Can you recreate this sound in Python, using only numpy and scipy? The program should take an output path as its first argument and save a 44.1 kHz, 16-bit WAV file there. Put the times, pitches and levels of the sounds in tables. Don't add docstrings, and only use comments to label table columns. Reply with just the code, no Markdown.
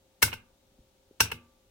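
import sys
import numpy as np
from scipy import signal
from scipy.fft import rfft, irfft
from scipy.io import wavfile
from scipy.ndimage import uniform_filter1d

SR = 44100
rng = np.random.default_rng(int(sys.argv[2]) if len(sys.argv) > 2 else 0)


def file_out(sig):
    cols = np.atleast_2d(sig).T
    lim = np.clip(cols, -1, 1)
    pcm = np.round(lim * 32767).astype(np.int16)
    wavfile.write(sys.argv[1], SR, pcm)


N = 74970
T = np.arange(N) / SR
HZ = np.fft.rfftfreq(2 * N, 1 / SR)
CLICK_SAMPLES = 4096
CLICK_HZ = np.fft.rfftfreq(CLICK_SAMPLES, 1 / SR)


# frequency in Hz, width in Hz, level in dB when struck at the end,
# when struck further in, on release, left over right in dB.
BAR_MODES = [(447, 51, -1, -3.5, 5, 7.5), (900, 80, 4.5, 10, 9, 7), (1079.5, 130, -0.5, 2.5, 4.5, 6.5),
             (1534, 150, 6, 14, 10.5, -2), (1556, 89, 13, -6.5, -2, -8), (2145, 100, 16, -1.5, 11, -1.5),
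             (2460, 52, -3, 15.5, 12.5, -5.5), (2705, 160, 8, 16.5, 18, -0.5), (2880, 220, 2, 4, 11.5, 1),
             (3850, 510, 2, 1.5, -1.5, -5), (5600, 250, 2.5, 9, 2.5, 0.5), (5730, 270, 7, 14, 0.5, 6.5),
             (9700, 600, 2, 4, 2, -2.5), (11600, 500, -3.5, -6, 2.5, 9.5), (15000, 310, 8.5, 7.5, 10, 10.5)]
# frequency in Hz, width in Hz, gain in dB.
BAR_DIPS = [(636, 90, -2), (1890, 130, -9.5), (3580, 200, -3), (6530, 580, -4.5)]
# frequency in Hz, spectral level in dB.
CRACK_SPECTRUM = [(100, -10), (300, -6), (560, -9.5), (1000, -1.5), (2000, -3), (3500, -2), (6000, -3.5),
                  (8500, -2.5), (11000, -3), (15500, -2.5)]


def contact(mode_db, cutoff_hz, crack_db):
    power = undb(crack_db + curve(CRACK_SPECTRUM, CLICK_HZ)) ** 2
    for (hz, width_hz, *_, pan_db), db in zip(BAR_MODES, mode_db):
        power = power + (undb(db) * pan(pan_db)) ** 2 * resonance(hz, width_hz)
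    dips = undb(sum(db * resonance(hz, width_hz) for hz, width_hz, db in BAR_DIPS))
    rolloff = 1 + (CLICK_HZ / cutoff_hz) ** 4
    return minimum_phase(dips * np.sqrt(power / rolloff))


# start in seconds, level in dB, cutoff in Hz, place on the bar 0-1, left over right in dB.
DOWN_CONTACTS = [(0.2188, -28, 15000, 0, 3.5), (0.2215, -11, 16000, 0, 12.5), (0.2240, -7, 1900, 0.44, -7),
                 (0.2264, 2.5, 15000, 0.0, -1), (0.2297, -4.5, 14230, 0.3, 3),
                 (0.2780, -14, 1400, 0.3, 1.5), (1.1985, -27, 5000, 0.95, 5),
                 (1.2012, -19.5, 2500, 0.9, 6.5), (1.2043, 1.5, 9000, 0.91, 0),
                 (1.2088, -11.5, 17830, 0.37, 7), (1.255, -18.5, 1925, 0.34, -1)]
# start in seconds, level in dB, cutoff in Hz, left over right in dB.
UP_CONTACTS = [(0.3183, -33.5, 2500, -27), (0.3280, -19, 2420, 10), (0.3294, -24, 5060, -15.5),
               (0.3360, -24, 9400, 4.5), (1.302, -28.5, 2337, 8), (1.3157, -20, 12140, 1),
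               (1.3180, -13, 3400, -1)]


def spacebar(ring_db):
    end_db, inner_db, release_db = np.array(BAR_MODES).T[2:5] + ring_db
    clicks = 0
    for start_s, db, cutoff_hz, place, pan_db in DOWN_CONTACTS:
        mode_db = end_db + place * (inner_db - end_db)
        click = contact(mode_db, cutoff_hz, crack_db=0)
        clicks += at(click * undb(db) * pan(pan_db), start_s)
    for start_s, db, cutoff_hz, pan_db in UP_CONTACTS:
        click = contact(release_db, cutoff_hz, crack_db=-3)
        clicks += at(click * undb(db) * pan(pan_db), start_s)
    return undb(8.5) * clicks


CASE_LAGS_S = [.00013, .00037, .0008, .0015]


def case_response(gain=.69, spread=.3):
    response = 1
    for lag_s in CASE_LAGS_S:
        lag_samples = np.round(lag_s * SR * np.exp(spread * rng.uniform(-1, 1, (2, 1))))
        delay = np.exp(-2j * np.pi * CLICK_HZ * lag_samples / SR)
        response = response * (gain + delay) / (1 + gain * delay)
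    return irfft(response)


# start in seconds, level in dB, tilt in dB per octave.
DESK_THUMPS = [(0.2370, 1, -0.5), (0.334, -18, 3), (1.216, -1, -1.5), (1.329, -14.5, 9.5)]
# frequency in Hz, T60 in seconds, level in dB.
DESK_MODES = [(55, 0.076, -43.5), (79, 0.37, -36), (105, 0.21, -27), (155.5, 0.14, -33), (239.6, .45, -46),
              (342, 0.33, -56.5)]


def desk(build_s=.0024, pivot_hz=105, right_lag_s=.00017):
    attack = 1 - np.exp(-T / build_s)
    booms = 0
    for start_s, level_db, tilt_db in DESK_THUMPS:
        boom = sum(undb(db + tilt_db * np.log2(hz / pivot_hz)) * ring(hz, t60_s)
                   for hz, t60_s, db in DESK_MODES)
        booms += at(boom * attack * undb(level_db) * pan(0), start_s)
    left, right = booms
    return np.array([left, np.interp(T - right_lag_s, T, right)])


# start in seconds, level in dB.
SPRING_PINGS = [(0.332, -69), (1.318, -57.5)]
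# frequency in Hz, T60 in seconds, level in dB.
SPRING_MODES = [(899, .35, -5), (1173, .7, 0)]


def spring():
    ping = sum(undb(db) * ring(hz, t60_s) for hz, t60_s, db in SPRING_MODES)
    return sum(at(ping * undb(db) * pan(0), start_s) for start_s, db in SPRING_PINGS)


# centre in seconds, level in dB, frequency in Hz, half-length in seconds.
HAND_BUMPS = [(0.722, -57, 170, 0.002), (0.786, -60.5, 599.4, 0.0012), (0.791, -53.5, 254, .004),
              (0.798, -56.5, 118, 0.0077), (0.804, -51.5, 48.02, 0.01), (1.1125, -43, 370, 0.0017)]


def hand():
    bumps = 0
    for centre_s, db, hz, half_s in HAND_BUMPS:
        t = T - centre_s
        bumps += undb(db) * np.exp(-(t / half_s) ** 2) * np.sin(2 * np.pi * hz * t)
    return bumps


def early_reflections():
    scatter = unit_energy(stereo_noise() * decay(t60_s=.028))
    bounce = unit_energy(stereo_noise() * decay(t60_s=.055))
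    return undb(-5) * scatter + undb(-12.5) * at(bounce, start_s=.0108)


# band centre in Hz, level in dB, T60 in seconds.
ROOM_BANDS = [(100, 2.5, .6), (300, 0, 0.31), (800, -15, 0.49), (1420, -11, 0.37), (2448, -6, 0.25),
              (5200, -1.5, 0.15), (9500, -0.5, 0.14), (15000, -4, .15)]


def room_tail(build_s=.006):
    noise = stereo_noise()
    attack = 1 - np.exp(-T / build_s)
    centres_hz = np.array(ROOM_BANDS)[:, 0]
    tail = 0
    for (_, db, t60_s), one_hot in zip(ROOM_BANDS, np.eye(len(ROOM_BANDS))):
        band = filtered(noise, np.interp(HZ, centres_hz, one_hot))
        tail += undb(db) * band * unit_energy(decay(t60_s) * attack)
    return tail / np.std(noise)


# frequency in Hz, relative level in dB.
FAN_TONES = [(398.4, -80), (527.6, -75), (592.2, -93.5)]


def fan(wander=.004, gain_db=-1):
    drift = unit_rms(uniform_filter1d(rng.standard_normal(N), size=2000))
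    warped_s = np.cumsum(1 + wander * drift) / SR
    hum = sum(undb(db) * np.sin(2 * np.pi * hz * warped_s) for hz, db in FAN_TONES)
    return np.sqrt(2) * undb(gain_db) * hum


# frequency in Hz, relative spectral level in dB.
AIR_SPECTRUM = [(15, -28.5), (25, -2), (93, -5), (148, -13), (188, -9), (281, -9.5), (368, -10),
                (457, -18.5), (537, -6), (648, -16.5), (895, -13.5), (1050, -23.5), (1170, -20.5),
                (1850, -24), (3720, -20.5), (5010, -24.5), (5880, -23.5), (12500, -30), (15500, -27.5)]


def room_air(level_db=-67):
    noise = filtered(stereo_noise(mono_below_hz=500), undb(curve(AIR_SPECTRUM, HZ)))
    return unit_rms(noise) * undb(level_db) * pan(2)


def undb(db):
    return 10 ** (np.asarray(db) / 20)


def unit_energy(x):
    return x / np.sqrt(np.mean(np.sum(x ** 2, axis=-1)))


def unit_rms(x):
    return unit_energy(x) * np.sqrt(N)


def pan(left_over_right_db):
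    return undb(np.array([[1], [-1]]) * left_over_right_db / 2)


def filtered(x, gain):
    return irfft(rfft(x, 2 * N) * gain)[..., :N]


def convolve(x, response):
    return signal.fftconvolve(x, response, axes=-1)[:, :N]


def curve(table, hz):
    knots_hz, db = np.array(table).T
    return np.interp(np.log(hz + 1e-9), np.log(knots_hz), db)


def decay(t60_s):
    return np.exp(-np.log(1000) * T / t60_s)


def ring(hz, t60_s):
    return np.sin(2 * np.pi * hz * T) * decay(t60_s)


def resonance(hz, width_hz):
    return 1 / (1 + (2 * (CLICK_HZ - hz) / width_hz) ** 2)


def at(x, start_s):
    out, start = np.zeros((2, N)), int(start_s * SR)
    part = x[:, :N - start]
    out[:, start:start + part.shape[1]] = part
    return out


def minimum_phase(gain):
    cepstrum = irfft(np.log(gain))[:, :CLICK_SAMPLES // 2]
    cepstrum[:, 1:] *= 2
    return irfft(np.exp(rfft(cepstrum, CLICK_SAMPLES)))


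def stereo_noise(mono_below_hz=1000):
    mid, side = rng.standard_normal((2, N))
    width = HZ / np.hypot(HZ, mono_below_hz)
    return filtered(mid, np.sqrt(2 - width ** 2)) + filtered(side, width) * np.array([[1], [-1]])


def scene():
    bumps = hand()
    direct = convolve(spacebar(ring_db=0), case_response())
    room_send = spacebar(ring_db=-6) + undb(-12.5) * bumps
    reflected = convolve(room_send, early_reflections() + room_tail())
    return direct + reflected + desk() + spring() + bumps + room_air() + fan()


def record(dry):
    low_cut_hz, ceiling, top_hz = 10, .9, 15950
    highpass = signal.butter(1, low_cut_hz, "high", fs=SR, output="sos")
    lowpass = signal.ellip(10, .2, 80, top_hz, fs=SR, output="sos")
    rounded = ceiling * np.tanh(signal.sosfilt(highpass, dry) / ceiling)
    return signal.sosfilt(lowpass, rounded)


dry = scene()
out = record(dry)
file_out(out)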